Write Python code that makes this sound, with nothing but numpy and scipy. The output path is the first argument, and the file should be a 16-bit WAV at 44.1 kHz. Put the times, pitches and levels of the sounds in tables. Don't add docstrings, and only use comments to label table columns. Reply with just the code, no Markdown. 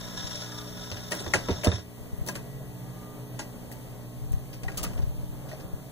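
import sys
import numpy as np
from scipy import signal
from scipy.fft import rfft, irfft, next_fast_len
from scipy.io import wavfile
from scipy.ndimage import uniform_filter1d, map_coordinates

SR = 44100
rng = np.random.default_rng(int(sys.argv[2]) if len(sys.argv) > 2 else 0)


def level_to_linear(level):
    exponent = np.asarray(level, float) / 20
    return 10 ** exponent


def master_out(mix):
    frames = np.transpose(np.atleast_2d(mix))
    ceiling = np.clip(frames, -1, 1)
    pcm = np.round(ceiling * 32767).astype(np.int16)
    wavfile.write(sys.argv[1], SR, pcm)


N = 260631
T = np.arange(N) / SR

# pitch_hz, level_db
MURMUR = [(20, -15.5), (35, -3.5), (80, -7.5), (150, -4.5), (270, -10.5), (450, -12.5), (620, -10.5),
          (900, -20.5), (1400, -25.5), (2200, -29.5), (4000, -89)]
# pitch_hz, level_db
HISS = [(600, 9.5), (1500, -9), (2500, 5.5), (4000, -3), (7000, -1.5), (9500, 0), (11500, -2.5),
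        (14200, 2.5), (16500, -3.5)]
# time_s, level_db
BUSY = [(0, 1), (1.1, -1), (1.36, 4.5), (1.59, 2.5), (1.76, -12), (2.0, 0.5), (2.73, -0.5), (3.58, 2),
        (4.26, -2.5), (4.67, -1.5), (4.83, 7.5), (5.08, -1), (5.57, 3), (5.9, -2)]
# pitch_hz, centre_db, side_db
HUM = [(60, -64, -66), (120, -47, -61), (180, -51, -60), (240, -55, -58), (300, -55, -68), (420, -57, -74),
       (480, -65, -66), (600, -65, -78), (645.4, -66, -72), (765.4, -65, -78), (885.4, -68, -69),
       (960, -71, -76), (1080, -70, -75), (1200, -72, -85), (1680, -76, -88)]
# time_s, level_db
NEAR = [
    (0, -0.5),
    (1.1, 0.5),
    (1.8, -2.5),
    (3.1, 0.5),
    (4.3, -3),
    (5, -1.5),
    (5.6, -4),
    (5.9, -4),
]
# pitch_hz, level_db, start_s, end_s
LAMP = [
    (13550, -76, 3.9, 5.2),
    (14223, -73, -1, 4.4),
    (14463, -75, -1, 4.9),
]
# time_s, pitch_hz
MOTOR = [(0, 134.5), (1, 143), (1.85, 129), (2.25, 136.5), (2.55, 137.5), (2.9, 132), (3.25, 126.5),
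         (3.6, 128), (4.0, 132.5), (4.4, 135.5), (4.8, 134.5), (5.2, 137), (5.9, 139.5)]
# time_s, level_db
GRIP = [(0, -39.5), (.7, -49), (1.0, -45), (1.9, -54), (2.3, -39), (3.1, -58), (4.12, -47), (4.3, -41),
        (4.8, -33.5), (5.0, -24), (5.3, -41), (5.9, -46)]
# time_s, peak_db
PRESSES = [(.249, -25), (2.012, -32), (2.134, -23), (2.189, -27), (2.218, -19.5), (4.222, -26),
           (4.299, -32), (4.341, -13.5), (4.374, -21), (4.642, -25), (4.67, -20), (4.742, -30),
           (4.875, -28), (4.911, -36), (4.998, -17), (5.039, -15), (5.099, -27), (5.295, -28), (5.739, -22)]
# time_s, peak_db
EASES = [(4.241, -29), (4.266, -30), (4.315, -18), (4.964, -33), (5.076, -19), (5.19, -23), (5.237, -25),
         (5.65, -29)]
# time_s, level_db
SPIN = [
    (0, -45.5),
    (.3, -44.5),
    (.7, -49),
    (1.0, -49.5),
    (1.25, -48),
    (1.6, -50),
    (1.77, -48.5),
    (1.9, -67),
]
# pitch_hz, width_hz, level_db
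RUB = [(2750, 1130, -7), (3405, 70, 2.5), (3596, 43, 4), (3732, 30, 5.5), (3850, 60, 0.5), (4850, 91, -3),
       (5190, 210, -1), (5530, 157, 5.5), (5870, 52, 1), (6300, 90, -5), (6500, 45, 0), (7000, 350, -7),
       (7760, 210, -9.5), (9770, 700, -14)]
# pitch_hz, width_hz, level_db
DRONE = [(578, 27, 1), (1000, 55, -2), (1303, 40, -2.5), (1446, 34, -1), (1678, 77, -3), (1983, 130, -9)]
# start_s, peak_db, pitch_hz, t60_s
BOOMS = [(.915, -26, 97, 0.15), (1.263, -24.5, 83, 0.12), (1.348, -21.5, 91, 0.094),
         (1.486, -22.5, 263, 0.058), (1.507, -12.5, 84, 0.098), (1.6699, 0.5, 295, 0.015),
         (1.673, -19.5, 185.6, 0.18), (1.6735, -3.5, 90, 0.087), (1.691, -35, 75, 0.33),
         (1.721, -32.5, 82.3, 0.44), (1.735, -21, 103, 0.16)]
# (start_s, peak_db)
PINGS = [(189, 0.098, [(1.494, -24.5), (4.858, -36), (4.912, -37)]), (305, .12, [(1.488, -29),
         (3.395, -44)]), (400, 0.084, [(1.4975, -21)]), (471.5, 0.096, [(1.345, -30.5), (1.486, -26),
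         (1.499, -33), (1.675, -24)]), (622, 0.099, [(1.646, -23), (1.676, -35), (2.287, -40), (3.394, -42),
         (5.517, -39), (5.53, -36)]), (700, 0.041, [(1.6595, -24), (4.647, -38), (5.535, -35)]),
         (775, 0.16, [(4.65, -41), (4.69, -44)]), (835, 0.13, [(1.339, -31), (3.395, -39)]),
         (925, 0.1, [(1.486, -30), (3.393, -42), (4.842, -40.5)]), (1014, 0.094, [(2.292, -37.5),
         (3.394, -43), (4.91, -49.5)]), (1285, 0.058, [(1.487, -37), (1.669, -30.5)]),
         (1555, 0.18, [(1.3385, -32), (3.392, -61)]), (1740, .07, [(1.339, -26), (1.673, -35),
         (1.719, -36.5), (2.288, -42)]), (1243, 0.027, [(4.782, -38), (4.791, -35), (4.841, -30),
         (4.865, -37)]), (1410, 0.061, [(1.3372, -22), (4.683, -44.5)]), (1639, 0.064, [(1.3415, -25),
         (2.289, -35.5)]), (1907, 0.038, [(1.1205, -25), (1.3372, -14.5), (3.716, -41.5), (4.682, -27),
         (5.516, -40)]), (2150, 0.023, [(1.3368, -14.5)]), (3665, 0.034, [(1.264, -31), (1.488, -34.5),
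         (1.506, -34), (1.672, -25), (1.717, -28)]), (3900, 0.065, [(2.289, -47), (3.393, -45)]),
         (4120, 0.06, [(1.338, -45)]), (5920, 0.033, [(2.287, -28.5)]), (6210, .05, [(1.338, -25)]),
         (6470, 0.035, [(1.339, -25)]), (6650, .08, [(3.392, -38), (4.776, -38)])]
# start_s, length_s, level_db
SCRAPES = [(1.108, 0.083, -45), (1.639, 0.027, -41), (2.263, 0.048, -41.5), (2.35, 0.025, -48),
           (3.715, 0.025, -47), (4.318, 0.018, -51.5), (4.529, 0.02, -49.5), (4.772, 0.022, -38),
           (4.83, 0.019, -35.5)]
# start_s, length_s
SQUEAKS = [
    (3.44, 0.13),
    (5.25, .15),
]
# pitch_hz, width_hz, level_db
TICK = [(3700, 130, -17), (4880, 1540, 9.5), (5420, 1810, 9.5), (6500, 460, 1.5), (2770, 380, 6.5)]
# pitch_hz, width_hz, level_db
FIZZ = [(7110, 920, 0.5), (9840, 2000, -2), (11000, 14000, -17), (14800, 5500, -28)]
# pitch_hz, width_hz, level_db
LEVER = [(1150, 44, -2), (1424, 78, -2), (1625, 51, 4), (1947, 143, 1), (2550, 190, 2)]
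# pitch_hz, width_hz, level_db
KNOCK = [(189, 32, 2), (265, 154, -5), (323, 23.3, 3.5), (388, 31, -1.5), (588, 86, -0.5), (722, 53, -4.5),
         (923, 194, -8.5)]
# start_s, weight_db, hardness_db, t60_s
CAMS = [(0.9146, -33, 0.5, 0.068), (0.968, -41, 5, 0.071), (1.114, -30.5, 0, .06), (1.128, -34, -14, 0.099),
        (1.196, -38, -10, 0.045), (1.232, -42, -12, .05), (1.2623, -28.5, -11, 0.07),
        (1.353, -26.5, -8, 0.077), (1.3794, -40, -1, 0.22), (1.4857, -17.5, -15, 0.052),
        (1.503, -34.5, 0.5, 0.13), (1.644, -28, 1, 0.081), (1.6608, -23.5, -26, 0.11),
        (1.6696, -20.5, -9, 0.036), (1.6937, -36, -11, .072), (1.7565, -41, -7, .059),
        (1.781, -38, 0, 0.037), (2.899, -54, -11, .059), (4.5294, -50, 9, 0.11), (4.905, -40, -10, 0.094),
        (4.976, -35.5, -9.5, 0.067), (4.99, -36.5, -13, 0.054), (5.02, -53.5, 8.5, 0.077),
        (5.487, -46, 0, 0.23), (5.5284, -43.5, -5, 0.13), (5.5996, -45.5, -2, 0.082)]
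# start_s, weight_db, hardness_db, t60_s
LATCHES = [(1.1197, -25, -3.5, 0.093), (1.3361, -20.5, -2.5, 0.11), (2.2849, -31.5, -6, 0.12),
           (2.353, -33, -4.5, 0.11), (3.391, -36.5, 2.5, 0.11), (3.716, -45.5, -7, 0.16),
           (4.3285, -52.5, 2, .078), (4.633, -45.5, 1.5, 0.1), (4.699, -46, -6, 0.055),
           (4.7172, -40, -6.5, 0.056), (4.744, -47, -6, 0.059), (4.806, -46, -4, .07),
           (4.872, -45, -9, 0.077), (4.932, -42.5, -7, 0.044), (4.952, -46, -10, 0.054)]
# start_s, weight_db, hardness_db, t60_s
RIMS = [(1.108, -43, 5, 0.092), (1.1964, -38, 1.5, 0.11), (1.643, -42, 12, 0.11), (2.2634, -34, -11, 0.087),
        (2.2726, -40, 4, 0.11), (4.772, -52, 22.5, 0.1), (4.829, -32, 3, 0.084)]
# start_s, weight_db, hardness_db, t60_s
PAWLS = [(1.6344, -32, -8.5, 0.08), (1.717, -29, -15, 0.078), (4.6816, -33, -11.5, 0.064),
         (4.787, -48, 1, .065), (4.8475, -41.5, 5.5, 0.056), (5.5143, -48, -4, 0.11)]
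# tick_db, fizz_db, lever_db, knock_db
FEEDS = [(0, -35, -4, 0), (0, -2, 0.5, -1.5), (0, 0.5, -13, 1), (0, -6, 6.5, -1.5)]
HARDER = [1, 1.0, 0.68, 0.025]
# cam_s, latch_s, rim_s, pawl_s
ATTACK_S = [0.0008, 0.00037, 0.0016, 0.0006]
# pitch_hz, likeness
ALIKE = [(60, 0.69), (150, 0.15), (600, 0.71), (1200, 0.014), (2500, 0.042), (16000, 0.038)]
# pitch_hz, level_db
LEAN = [(60, 0.5), (200, -1), (600, 0.5), (1500, 1), (5000, 4), (14000, 0)]
# pitch_hz, share
CROSS = [(300, 0), (900, .3), (1300, .62), (2600, .97), (3950, .88), (5250, .62), (6550, .36), (9000, .2),
         (15200, .25)]
# pitch_hz, level_db
SPARED = [(1000, -30), (1300, -13), (2450, -4), (3950, -10), (5000, -7), (5400, -9), (6550, -8), (9000, -7),
          (15000, -8)]
# pitch_hz, level_db
COARSE = [(1000, -30), (1800, -13), (3000, -10), (16000, -9)]
EDGES = np.r_[0:40:4, 40:96:8, 96:144:12, 144, 160, 176, 196, 216, 240, 264, 292, 320:720:32, 720, 736]


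def unit(x):
    return x / np.sqrt(np.mean(x ** 2) + 1e-20)


def along(points, hz):
    f, v = np.transpose(points)
    return np.interp(np.log(hz + 1), np.log(f + 1), v)


def curve(rows):
    s, value = np.transpose(rows)
    return np.interp(T, s, value)


def ramp(s, length):
    return np.clip((T - s) / length, 0, 1)


def wobble(rate):
    return map_coordinates(rng.standard_normal(int(N * rate / SR) + 4), [T * rate])


def noise():
    return rng.standard_normal((2, N))


def filtered(x, response):
    m = next_fast_len(N + SR // 4)
    return irfft(rfft(x, m) * response(np.fft.rfftfreq(m, 1 / SR)), m)[..., :N]


def body(modes):
    def response(f):
        g = 0
        for k, (centre, width, db) in enumerate(modes):
            damping = 1j * f * width
            g = g + (-1) ** k * level_to_linear(db) * damping / (centre * centre - f * f + damping)
        return g / np.sqrt(np.mean(np.abs(g) ** 2))
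    return response


def tone(hz):
    return np.sqrt(2) * np.sin(2 * np.pi * (hz * T + rng.random()))


def background():
    busy_db = curve(BUSY)
    fast_platter = 1 - ramp(1.1, 0.38)
    hiss_db = -52 + 0.28 * busy_db + 2.5 * fast_platter
    lumps, flutter = level_to_linear(1.5 * wobble(30)), level_to_linear(.3 * wobble(10))
    murmur = unit(filtered(noise() * lumps, lambda hz: level_to_linear(along(MURMUR, hz))))
    hiss = unit(filtered(noise() * flutter, lambda hz: level_to_linear(along(HISS, hz))))
    return level_to_linear(-47.5 + busy_db) * murmur + level_to_linear(hiss_db) * hiss


def buzz(hz):
    if hz % 60:
        return tone(hz)
    return -np.sqrt(2) * np.cos(2 * np.pi * hz * T - .6 + .3 * wobble(6))


def mains_hum():
    mid = sum(level_to_linear(db + (1.8 + hz / 500) * wobble(5.12)) * buzz(hz) for hz, db, _ in HUM)
    side = sum(level_to_linear(db + 2.3 * wobble(2.8)) * tone(hz) for hz, _, db in HUM)
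    return level_to_linear(curve(NEAR)) * np.array([mid + side, mid - side])


def gear_motor():
    idle_db, loaded_db, db_per_hz = -76, -48.5, 0.3
    speed = uniform_filter1d(curve(MOTOR), size=SR // 5)
    motor_db = idle_db + ramp(1.95, 0.28) * (loaded_db - idle_db) + db_per_hz * (speed - speed.mean())
    return np.sqrt(2) * level_to_linear(motor_db + 3.1 * wobble(6.9)) * np.sin(2 * np.pi * np.cumsum(speed) / SR)


def lift_whine():
    whine_db = -64.5 - 6 * np.clip(T - 3.24, 0, None)
    swell = 0.36 + 0.43 * ramp(1.7, 0.25)
    return swell * level_to_linear(whine_db + 2.6 * wobble(16)) * tone(1936.5) * level_to_linear([[0], [-6]])


def lamps():
    lamp = 0
    for hz, db, start, end in LAMP:
        faced = ramp(start, .2) * (1 - ramp(end, .2))
        lamp = lamp + level_to_linear(db + 1.5 * wobble(5.9)) * tone(hz) * faced
    return lamp * level_to_linear([[0], [-12]])


def hand_shifts(rows):
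    bump_s = 0.0019
    return sum(level_to_linear(db + 2.5) * np.exp(-.5 * ((T - s) / bump_s) ** 2) for s, db in rows)


def handling():
    push = hand_shifts(PRESSES) - hand_shifts(EASES)
    bumps = filtered(push, lambda hz: (1j * hz / (1j * hz + 16)) ** 2)
    low = filtered(noise(), lambda hz: (hz / 18) ** 2 / (1 + (hz / 18) ** 2) / (1 + (hz / 70) ** 3))
    rumble = level_to_linear(curve(GRIP) - 5.0 + 2.9 * wobble(3.96)) * unit(low)
    opposed = rumble[0] * np.array([[1], [-1]])
    return bumps * np.array([[1.15], [-.85]]) + opposed + 0.2 * rumble[1]


def platter():
    rub_db = curve(SPIN)
    drone_db = -51 + 0.85 * (rub_db - rub_db[:SR].mean())
    running = np.clip((1.85 - T) / 0.056, 0, 1)
    shake = (1 + .15 * np.sin(2 * np.pi * 120 * T)) * unit(level_to_linear(2.5 * wobble(150)))
    rub = level_to_linear(rub_db + 3.0 + 1.2 * wobble(20.5)) * filtered(shake * noise(), body(RUB))
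    drone = level_to_linear(drone_db + 1 + 0.4 * wobble(16.5)) * filtered(shake * noise(), body(DRONE))
    return running * (rub + drone)


def booms():
    out = 0
    for s, db, hz, t60 in BOOMS:
        t = np.clip(T - s, 0, 1)
        swell = 1 - np.exp(-1.5 * hz * t)
        out = out + level_to_linear(db - 60 * t / t60) * swell * np.sin(2 * np.pi * hz * t)
    return filtered(out, lambda hz: (1j * hz / (1j * hz + 25)) ** 2) * level_to_linear([[-3.5], [2.5]])


def pings():
    out, t = np.zeros((2, N + SR)), np.arange(SR // 4) / SR
    onset = 1 - np.exp(-t / .0004)
    for hz, t60, strikes in PINGS:
        for s, db in strikes:
            phase = 2 * np.pi * hz * t + rng.standard_normal((2, 1)) * min(hz / 4000, 1)
            out[:, round(s * SR):][:, :len(t)] += level_to_linear(db - 60 * t / t60) * onset * np.sin(phase)
    return out[:, :N]


def squeaks():
    through = sum(ramp(s, length) * (T < s + length) for s, length in SQUEAKS)
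    hz = 11250 + 900 * np.sin(2.2 * through)
    swell = np.sin(np.pi * through) ** .5
    level = swell * level_to_linear(-62 + 3.2 * wobble(60))
    return level * np.sin(2 * np.pi * np.cumsum(hz) / SR) * np.array([[1], [.5]])


def scrapes():
    stroke = sum(level_to_linear(db) * (T > s) * np.exp(-((T - s) / length) ** 2) for s, length, db in SCRAPES)
    bright = unit(filtered(noise(), body([(12900, 15000, 0)])))
    return stroke * 1.26 * level_to_linear(3.1 * wobble(300)) * bright


def contacts():
    push, blow, t = np.zeros((4, N + SR)), np.zeros((4, N)), np.arange(SR // 2) / SR
    longer = np.array([[1.0], [.9], [1.1], [1.6]])
    kind_blow_db = [10, 9.3, 3, 14]
    body_blow_db = np.array([-10, -1, 0.5, 3])
    kinds = zip((CAMS, LATCHES, RIMS, PAWLS), FEEDS, ATTACK_S, kind_blow_db)
    for rows, feeds, attack, blow_db in kinds:
        onset = 1 - np.exp(-t / attack)
        for s, weight_db, hard_db, t60 in rows:
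            at = round(s * SR)
            db = weight_db + np.array(feeds) + hard_db * np.array(HARDER)
            blow[:, at] = level_to_linear(db + blow_db + body_blow_db)
            cabinet_tail = level_to_linear(-17.0 - 60 * t / 0.44)
            fall = level_to_linear(-60 * t / (t60 * longer)) + cabinet_tail
            push[:, at:][:, :len(t)] += (level_to_linear(db[:, None] - 4.5) * onset * fall) ** 2
    grain = unit(level_to_linear(1.8 * wobble(500)))
    out = 0
    for rattle, first, modes in zip(np.sqrt(push[:, :N]), blow, (TICK, FIZZ, LEVER, KNOCK)):
        out = out + filtered(rattle * grain * noise() + first, body(modes))
    return out


def ports(pair):
    def turned(hz):
        angle = np.arccos(np.clip(along(ALIKE, hz), -1, 1)) / 2
        return np.array([np.cos(angle), np.sin(angle)])
    mid, side = filtered(pair, turned)
    return np.array([mid + side, mid - side])


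def scene():
    spread = ports(background() + platter() + contacts())
    electric = mains_hum() + gear_motor() + lift_whine() + lamps()
    return spread + electric + handling() + booms() + pings() + squeaks() + scrapes()


def widened(dry):
    late, lag = 3.1, 17.05

    def lean(hz):
        level = level_to_linear(np.array([[1], [-1]]) * along(LEAN, hz))
        return level * np.exp(np.array([[-1j], [1j]]) * np.pi * hz * late / SR)

    def share(hz):
        return np.clip(along(CROSS, hz), 0, 1)

    def keep(hz):
        return (hz < 15830) / np.sqrt(1 + share(hz) ** 2)

    leaning = filtered(dry, lean)
    other = filtered(leaning[::-1], lambda hz: share(hz) * keep(hz) * np.exp(-2j * np.pi * hz * lag / SR))
    return filtered(leaning, keep) - other


def thinned(x):
    frame, start = 1024, 808
    n, k = np.arange(2 * frame) + .5, np.arange(frame) + .5
    window = np.sin(np.pi * n / (2 * frame))[:, None]
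    basis = np.sqrt(2 / frame) * window * np.cos(np.pi / frame * np.outer(n + frame / 2, k))
    padding = ((0, 0), (2 * frame - start, 3 * frame - (N - start) % frame))
    blocks = np.pad([x[0] + x[1], x[0] - x[1]], padding).reshape(2, -1, frame)
    c = np.concatenate([blocks[:, :-1], blocks[:, 1:]], axis=2) @ basis
    hz = k * SR / (2 * frame)
    widths = np.diff(np.r_[EDGES, frame])
    band = (np.add.reduceat(c ** 2, EDGES, axis=2) / widths).repeat(widths, axis=2)
    calm = np.minimum(band, np.roll(band, 1, axis=1))
    treble = calm[:, :, 128:700].mean(axis=(0, 2))[:, None]
    top_floor = np.median(treble) * level_to_linear(2 * np.where(hz > 15500, 5, -15))
    quiet = np.where(hz > 15200, top_floor, treble * level_to_linear(2 * -14) * (hz > 7000))
    busy = treble > 2 * np.median(treble)
    whim = uniform_filter1d(rng.standard_normal((*c.shape[:2], len(EDGES))), size=2, axis=1)
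    whim = whim.repeat(widths, axis=2)
    thrift = uniform_filter1d(rng.standard_normal(treble.shape), size=3, axis=0)
    bar_db = along(SPARED, hz) + 2.5 * whim + 3 * thrift - 2.5 * busy
    uncovered = band > calm[::-1] * level_to_linear(2 * bar_db)
    detail = c ** 2 > calm.mean(axis=0) * level_to_linear(2 * (along(COARSE, hz) + whim[::-1]))
    c *= uncovered & (band > quiet) & detail
    halves = (c @ basis.T).reshape(2, -1, 2, frame)
    joined = (halves[:, 1:, 0] + halves[:, :-1, 1]).reshape(2, -1)
    mid, side = joined[:, frame - start:][:, :N] / 2
    return np.array([mid + side, mid - side])


def band_limit(x):
    return signal.sosfilt(signal.butter(12, 16060, fs=SR, output="sos"), x)


def record(dry):
    mix = thinned(widened(dry))
    return band_limit(mix)


dry = scene()
out = record(dry)
master_out(out)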